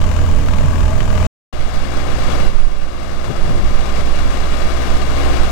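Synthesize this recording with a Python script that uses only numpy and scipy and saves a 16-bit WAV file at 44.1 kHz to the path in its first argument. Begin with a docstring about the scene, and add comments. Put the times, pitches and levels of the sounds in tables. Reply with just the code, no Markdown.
"""Two four-cylinder diesel tractors work a field under load, one after the other, a short silence between.
The first is heard from the rear, behind its seed drill: exhaust beat, rattle, drive tones, clanking steel.
The second, slower-running, is heard from the front and draws nearer: firing throb, clatter and gear whine.
Each engine is tones locked to the crank plus noise struck by combustion and ringing in the metal.
Wind, as noise swelled by gusts, buffets two microphone ports: left open, right covered and mostly rumble."""
import sys
import numpy as np
from scipy.fft import rfft, irfft, next_fast_len
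from scipy.io import wavfile
from scipy.ndimage import uniform_filter1d, minimum_filter1d, map_coordinates

SR = 44100
rng = np.random.default_rng(int(sys.argv[2]) if len(sys.argv) > 2 else 0)


def dump_mix(stems):
    """Bounce the given channels to the path in sys.argv[1] as a 16-bit WAV at rate SR."""
    frames = np.atleast_2d(stems).T  # one column per channel
    limited = np.clip(frames, -1, 1)  # hard clip at full scale
    pcm = np.round(limited * 32767).astype(np.int16)
    wavfile.write(sys.argv[1], SR, pcm)


N = 242991

# Wind rumble and flutter on the open left port: (frequency [Hz], density [dB per Hz])
OPEN_RUMBLE = [(3, -11), (12, 6), (30, -10), (45, -11.5), (70, -16.5), (130, -31.5), (500, -85)]
OPEN_FLUTTER = [(30, -27), (70, 4), (110, -6), (180, -6), (300, -12.5), (700, -32), (3000, -52)]
# Wind rumble on the right port, its cover held loosely or tightly: (frequency [Hz], density [dB per Hz])
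LOOSE_RUMBLE = [(3, -10), (11, 0), (28, -8), (65, -13), (100, -18), (170, -30), (320, -42), (1000, -65),
                (4000, -110)]
TIGHT_RUMBLE = [(3, -10), (10, 5.5), (16, -3.5), (25, -20), (38, -15.5), (60, -37), (95, -43), (150, -54),
                (300, -73), (1000, -76.5), (5000, -110)]
# What passes the cover of the right port, held loosely or tightly: (frequency [Hz], gain [dB])
LOOSE_COVER = [(80, -4), (200, -9.5), (280, -9.5), (420, -27), (620, -16.5), (860, -12.5), (1010, -28.5),
               (1250, -18), (2000, -22.5), (5000, -34), (9000, -49)]
TIGHT_COVER = [(60, -42), (300, -43), (1000, -45.5), (2200, -42), (3000, -37), (5000, -47), (10000, -64)]
# Steady wind by each tractor: (open rumble [dB], open flutter [dB], covered rumble [dB])
REAR_BREEZE = (-18, -27, -9.5)
FRONT_BREEZE = (-29, -38, -10)
# Gusts and lulls on top of the breeze:
# (time [s], half length [s], added open rumble [dB], added open flutter [dB], added covered rumble [dB])
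GUSTS = [(0.466, 0.14, -2, 4, 2), (0.968, 0.22, -6, 1, -0.5), (2.257, 0.076, 5.5, 4, -3.5),
         (2.56, 0.2, -1, 0, 11.5), (2.99, 0.41, -5, 0, -7.5), (3.498, 0.19, 12, 10, -1.5),
         (3.654, 0.069, 10.5, 3, 3.5), (4.211, 1, 6, 4, 0.5), (5.32, 0.046, 9, 0, 1.5)]
# Single eddies that hit a port: (time [s], level [dB], half length [s], side [0 left, 1 right])
PUFFS = [(0.195, -21, 0.014, 1), (0.29, -24.5, 0.03, 0), (0.44, -23, 0.035, 0), (0.555, -18.5, 0.035, 0),
         (0.662, -14.5, 0.042, 1), (0.736, -26, 0.051, 0), (1.024, -13.5, 0.017, 1),
         (2.276, -16.5, 0.023, 0), (3.302, -14, 0.019, 0), (3.447, -19, 0.015, 0), (3.503, -16.5, 0.021, 0),
         (3.561, -18.5, 0.042, 0), (3.636, -17, 0.015, 0), (3.715, -25, 0.019, 0), (4.644, -24, 0.03, 0),
         (5.268, -23, 0.051, 0)]
# Colour of the puffs at the open and the covered port: (frequency [Hz], density [dB per Hz])
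PUFF_COLOUR = [(40, 1.5), (100, 5), (170, 1), (330, -7.5), (800, -18), (3000, -55)]
THUD_COLOUR = [(40, -17.5), (110, 9), (180, -4), (400, -23), (800, -26), (3000, -79)]
# The cover shifts on the right port: (time [s], level [dB], half length [s])
RUBS = [(1.595, -23, 0.0062), (1.627, -27, 0.0039), (2.368, -40, 0.033), (2.528, -32, 0.03),
        (4.505, -31, 0.033)]
# Colour of those scuffs: (frequency [Hz], density [dB per Hz])
RUB_COLOUR = [(40, -9), (110, 4), (250, -14), (600, -22), (2000, -36), (6000, -52), (12000, -70)]
# Sound at the open port sinks, then creeps back:
# (start [s], depth [dB], sinking time [s], recovery time constant [s])
DIPS = [(1.46, 6, 0.038, 0.14), (2.46, 5, 0.064, 0.91), (2.58, 5, 0.095, 0.5)]

# Loose steel on the seed drill: (time [s], level [dB])
CLANKS = [(0.014, -26), (0.039, -24), (0.163, -24), (0.485, -23), (0.535, -20.5), (0.585, -25),
          (1.005, -22), (1.103, -28), (1.176, -24.5), (1.246, -29)]
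# Colour of the clanks: (frequency [Hz], density [dB per Hz])
CLANK_COLOUR = [(300, -11.5), (1000, -1.5), (3000, -2.5), (7000, -21), (15000, -37)]
# The drill's frame rings up under the load: (time [s], half length [s], frequency [Hz], level [dB])
FRAME_RINGS = [(0.254, .04, 1120, -34), (0.584, 0.044, 630, -31), (0.698, .04, 1120, -33),
               (0.898, .06, 640, -31), (1.039, .04, 635, -36.5), (1.19, .05, 657, -32)]

# The engine swells briefly: (time [s], half length [s], added level [dB])
SWELLS = [(1.224, 0.091, 2.5), (1.754, 0.02, 1.5), (2.339, 0.21, 2), (3.256, 0.015, 2), (3.977, 0.028, 2),
          (4.803, 0.26, 0.8), (5.254, 0.15, 1.8)]
# Exhaust lines of the rear tractor: (multiple of the cycle rate, level within the exhaust layer [dB])
REAR_ORDERS = [(2, -3), (3, -9.5), (4, 5.5), (6, -11), (7, -7), (10, -8.5), (12, -12.5), (22, -22),
               (26, -22), (49, -18)]
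# Its drive tones: (frequency [Hz], level within the gear layer [dB])
REAR_GEARS = [(279, -13.5), (351.6, -20.5), (494.4, -22), (583, -17.5), (617, -13.5), (652, -16.5),
              (867, -23.5), (1111, -18.5)]
# Colour of its clatter: (frequency [Hz], density [dB per Hz])
REAR_COLOUR = [(25, -8.5), (90, 5.5), (300.0, -1.5), (450.0, -1.5), (950.0, -7), (1550.0, -10.5),
               (3100.0, -15.5), (5500.0, -18), (8000.0, -21.5), (10500.0, -30), (15500.0, -32.5)]
# Its block and sheet metal resonances: (frequency [Hz], half width [Hz], boost [dB])
REAR_PANELS = [(598, 166, 4.5), (870, 19.7, 7), (1110, 94, 7), (1220, 81, 4.5), (1626, 78, 7.5),
               (2340, 220, 3.5), (2940, 280, 4), (3600, 300, 0.5), (6870, 360, 3.5)]
# Colour of its hard knock: (frequency [Hz], density [dB per Hz])
KNOCK_COLOUR = [(200, -7), (600, -3.5), (1000, 9), (1700, 1.5), (3000, -3.5), (4500, -15.5), (7000, -11),
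                (10000, -23), (15000, -32.5)]

# Speed of the front tractor, varying slightly under load: (time [s], four-stroke cycles [1/s])
FRONT_SPEED = [(1.5, 15.11), (2.9, 15.12), (3.7, 15.07), (4.2, 15.1), (4.7, 15.07), (5.5, 15.07)]
# Its throb: (time [s], firing tone relative level [dB], its octave relative level [dB])
THROB = [(1.6, 3.5, -3), (2.8, 3.5, -6.5), (3.6, 3.5, -7), (4.2, 4.5, -21), (5.0, 4.5, -7.5),
         (5.5, 4.8, -12)]
# Its exhaust and block lines: (multiple of the cycle rate, level within the exhaust layer [dB])
FRONT_ORDERS = [(6, -12.5), (10, -16), (12, -13), (15, -15.5), (16, -15), (18, -20), (19, -9.5), (28, -20),
                (33, -19), (37, -17.5), (40, -16.5), (43, -21), (44, -18), (45, -19.5), (46, -18.5),
                (48, -18), (50, -19), (52, -17), (67, -18), (68, -20), (71, -14.5), (72, -24), (76, -16),
                (79, -20.5), (80, -21), (81, -17), (87, -18.5), (100, -21)]
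# Its drive tones: (frequency [Hz], level within the gear layer [dB])
FRONT_GEARS = [(200.5, -15), (351.2, -13)]
# Colour of its clatter: (frequency [Hz], density [dB per Hz])
FRONT_COLOUR = [(25, -4), (90, 5), (220, 1), (340, -1.5), (480, -0.5), (950, -6), (1550, -4.5),
                (3100, -16.5), (5500, -16.5), (8000, -21.5), (10500, -29), (15500, -35.5)]
# Its block and sheet metal resonances: (frequency [Hz], half width [Hz], boost [dB])
FRONT_PANELS = [(590, 110, 4), (786, 66, 4.5), (1160, 145, 4), (2236, 200, 5), (2830, 197, 8),
                (3380, 170, 7.5), (3890, 265, 5.5), (4690, 460, 3)]

# Silence between the tractors: (start [s], end [s])
SILENCE = (1.269, 1.526)

REAR_SPEED = 20.26  # four-stroke cycles per s
REAR_DB = -24  # base gain of the rear engine
FRONT_DB, APPROACH_DB_PER_S = -24, 0.67  # base gain at 2 s; it grows as the tractor nears
TOP_HZ = 15800  # band limit


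def amp(db):
    """Decibels to gain."""
    return 10 ** (np.asarray(db) / 20)


def unit(x):
    """Scale to rms 1."""
    return x / np.sqrt(np.mean(x ** 2) + 1e-20)


def along(points, hz):
    """(Hz, value) points read on a log frequency axis."""
    f, v = np.transpose(points)
    return np.interp(np.log(hz + 0.0011), np.log(f), v)


def curves(rows):
    """One value per sample for each column after the time."""
    s, *columns = np.transpose(rows)
    return [np.interp(np.arange(N) / SR, s, column) for column in columns]


def wobble(rate):
    """A smooth random curve, rate knots a second."""
    knots = rng.standard_normal(int(N * rate / SR) + 4)
    return map_coordinates(knots, [np.arange(N) * rate / SR])


def bump(s, half_length):
    """A smooth swell of height 1 around time s, down to 1/e at half_length."""
    return np.exp(-((np.arange(N) / SR - s) / half_length) ** 2)


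def filtered(x, response):
    """x times a response of frequency."""
    size = next_fast_len(N + SR // 2)
    return irfft(rfft(x, size) * response(np.fft.rfftfreq(size, 1 / SR)), size)[..., :N]


def shaped(x, points):
    """x through a (Hz, dB) curve."""
    return filtered(x, lambda hz: amp(along(points, hz)))


def eddies(spectrum, hold):
    """Turbulence on a port, evened out over hold seconds so that the gusts set its level."""
    x = shaped(rng.standard_normal(N), spectrum)
    power = uniform_filter1d(x ** 2, int(hold * SR) + 1)
    return x / np.sqrt(np.abs(power) + 1e-20)


def wind(breeze, covered_spectrum, restless_db):
    """Separate eddies at each port; gusts swell over a restless breeze, with flutter on the open port."""
    gusts = sum(np.outer(added, bump(s, length)) for s, length, *added in GUSTS)
    rumble, flutter, covered = [amp(steady + gust + restless_db * wobble(6.9))
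                                for steady, gust in zip(breeze, gusts)]
    left = rumble * eddies(OPEN_RUMBLE, hold=0.049)
    left += flutter * eddies(OPEN_FLUTTER, hold=0.15)
    right = covered * eddies(covered_spectrum, hold=0.23)
    return np.array([left, right])


def puffs():
    """Short blows of wind: a ragged flap on the open port, a dull thud on the covered one."""
    swell = np.zeros((2, N))
    for s, db, length, side in PUFFS:
        swell[int(side > .5)] += amp(db) * bump(s, length)
    return swell * np.array([eddies(PUFF_COLOUR, hold=0.027), eddies(THUD_COLOUR, hold=0.029)])


def rubs():
    """Faint, dull scuffs of the cover, on the right port alone."""
    scuffs = sum(amp(db) * bump(s, length) for s, db, length in RUBS)
    return np.array([np.zeros(N), scuffs * eddies(RUB_COLOUR, hold=0.032)])


def dips():
    """Gain of the level dips: straight down in dB, then easing back exponentially."""
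    t = np.arange(N) / SR
    depth_db = np.zeros(N)
    for s, depth, sink, recover in DIPS:
        sinking = np.clip((t - s) / sink, 0, 1)
        recovery = np.exp(-np.maximum(t - s - sink, 0) / recover)
        depth_db += depth * sinking * recovery
    return amp(-depth_db)


def frame_rings(width_hz):
    """Brief, hoarse swells of the drill frame's resonances, as narrow bands of noise."""
    out = np.zeros(N)
    for s, length, centre, db in FRAME_RINGS:
        band = lambda hz: np.exp(-((hz - centre) / width_hz) ** 2)
        out += amp(db) * bump(s, length) * unit(filtered(rng.standard_normal(N), band))
    return out


def clanks(t60):
    """The drill's tines jolt against its frame: short, dry bursts that fall 60 dB in t60 seconds."""
    t = np.arange(N) / SR
    jolts = sum(amp(db - 60 * np.abs(t - s) / t60) * (t >= s) for s, db in CLANKS)
    return jolts * unit(shaped(rng.standard_normal(N), CLANK_COLOUR))


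def swells():
    """Decibels that the brief swells add to the engine."""
    return sum(db * bump(s, length) for s, length, db in SWELLS)


def crank(speed, unrest):
    """Four-stroke cycles completed so far; the governor hunts a little."""
    return np.cumsum(speed * (1 + unrest * wobble(14))) / SR


def lines(cycles, orders, waver_db, drift, spread):
    """Tones locked to the crank, wavering in level and phase (drift in radians).

    At spread 0 their phases gather into beats, near 1 they scatter into a drone."""
    out = np.zeros(N)
    for order, db in orders:
        turns = order * cycles + spread * rng.uniform(-0.53, 0.51)
        phase = 2 * np.pi * turns + drift * wobble(7)
        out -= amp(db + waver_db * wobble(5.077)) * np.sqrt(2) * np.cos(phase)
    return out


def whine(cycles, gears, waver_db, drift):
    """Gears and belts turn at fixed ratios to the crank."""
    mean_rate = cycles[-1] * SR / N
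    ratios = [(hz / mean_rate, db) for hz, db in gears]
    return lines(cycles, ratios, waver_db, drift, spread=0.96)


def knocks(cycles, count, rise, decay, scatter_db):
    """Envelope of count uneven blows a cycle; rise and decay are shares of the gap between blows."""
    blow, age = np.divmod(cycles * count, 1)
    sizes = amp(scatter_db * rng.uniform(-1, 1, 1024))
    size = sizes[blow.astype(int) % 1024]
    return unit(size * (1 - np.exp(-age / rise)) * np.exp(-age / decay))


def knocking(cycles, level_db):
    """Once every turn of the crank a hard, bright knock stands out of the rattle."""
    blows = knocks(cycles + .2, count=2, rise=.1, decay=.22, scatter_db=1.5)
    return amp(level_db) * unit(shaped(blows * rng.standard_normal(N), KNOCK_COLOUR))


def clatter(cycles, blows, colour, panels, knock_share, repeat_share, repeat_hz):
    """Combustion knock over a steady churn, ringing in the block; its lower part repeats every cycle."""
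    pattern = rng.standard_normal(SR // 20)
    place = cycles % 1 * len(pattern)
    repeating = unit(map_coordinates(pattern, [place], mode="grid-wrap"))
    share = lambda hz: repeat_share / (1 + (hz / repeat_hz) ** 2)  # power share of the repeating part
    noise = filtered(repeating, lambda hz: np.sqrt(share(hz)))
    noise += filtered(rng.standard_normal(N), lambda hz: np.sqrt(1 - share(hz)))
    force = noise * np.sqrt(1 - knock_share + knock_share * blows ** 2)
    ring_db = lambda hz: sum(db * np.exp(-((hz - centre) / width) ** 2) for centre, width, db in panels)
    return unit(filtered(force, lambda hz: amp(along(colour, hz) + ring_db(hz))))


def from_rear():
    """From behind: a deep, uneven exhaust beat and a hard rattle once every turn of the crank."""
    cycles = crank(REAR_SPEED, unrest=0.0021)
    blows = knocks(cycles + .2, count=4, rise=.04, decay=.45, scatter_db=2)
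    rattle = amp(-1.0) * clatter(cycles, blows, REAR_COLOUR, REAR_PANELS,
                                 knock_share=0.22, repeat_share=0.42, repeat_hz=1000)
    exhaust = lines(cycles, REAR_ORDERS, waver_db=1.5, drift=0.099, spread=0.31)
    exhaust *= amp(0.7 + 0.77 * wobble(40.6))  # uneven beat
    gears = amp(1.5) * whine(cycles, REAR_GEARS, waver_db=3.0, drift=0.77)
    steel = knocking(cycles, level_db=-7)
    engine = amp(REAR_DB + swells() + 0.2 * wobble(5.1)) * (rattle + steel + exhaust + gears)
    tractor = engine + clanks(t60=0.046) + frame_rings(width_hz=25)
    ports = np.array([tractor, shaped(tractor, LOOSE_COVER)])
    return ports + wind(REAR_BREEZE, LOOSE_RUMBLE, restless_db=1.1)


def from_front():
    """From the front, drawing nearer: a throb at the firing rate, dense diesel clatter and gear whine."""
    cycles = crank(curves(FRONT_SPEED)[0], unrest=0.00159)
    blows = knocks(cycles, count=4, rise=0.03, decay=1.0, scatter_db=4.5)
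    rattle = amp(1.38) * clatter(cycles, blows, FRONT_COLOUR, FRONT_PANELS,
                                 knock_share=0.27, repeat_share=0.16, repeat_hz=2400)
    firing = 2 * np.pi * 4 * cycles  # four firings a cycle
    firing_db, octave_db = curves(THROB)
    throb = np.sqrt(2) * (amp(firing_db) * np.sin(firing) + amp(octave_db) * np.sin(2 * firing))
    exhaust = amp(-2.5) * lines(cycles, FRONT_ORDERS, waver_db=3, drift=0.67, spread=0.97)
    gears = whine(cycles, FRONT_GEARS, waver_db=3.0, drift=0.79)
    approach_db = APPROACH_DB_PER_S * (np.arange(N) / SR - 2)
    level_db = FRONT_DB + approach_db + swells() + 0.41 * wobble(6.4)
    engine = amp(level_db) * (rattle + throb + exhaust + gears)
    ports = np.array([engine, shaped(engine, TIGHT_COVER)])
    left, right = ports + wind(FRONT_BREEZE, TIGHT_RUMBLE, restless_db=2.5)
    return np.array([dips() * left, right])


def scene():
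    """One tractor, a moment of silence, then the other."""
    t = np.arange(N) / SR
    fade = lambda share: np.sin(np.pi / 2 * np.clip(share, 0, 1)) ** 2
    first = fade(t / .004) * fade((SILENCE[0] - t) / .003)
    fade_in_s = np.array([[.004], [.03]])  # the right port swells in more slowly
    second = fade((t - SILENCE[1]) / fade_in_s)
    return first * from_rear() + second * from_front() + puffs() + rubs()


def record(dry):
    """A limiter at each port holds down the biggest peaks; nothing is kept above the band limit."""
    needed = np.minimum(1, .92 / (np.abs(dry) + 1e-9))
    window = SR // 50  # 20 ms
    gain = uniform_filter1d(minimum_filter1d(needed, size=window), size=window)
    return filtered(dry * gain, lambda hz: np.clip((TOP_HZ - hz) / 200 + .5, 0, 1))


dry = scene()
out = record(dry)
dump_mix(out)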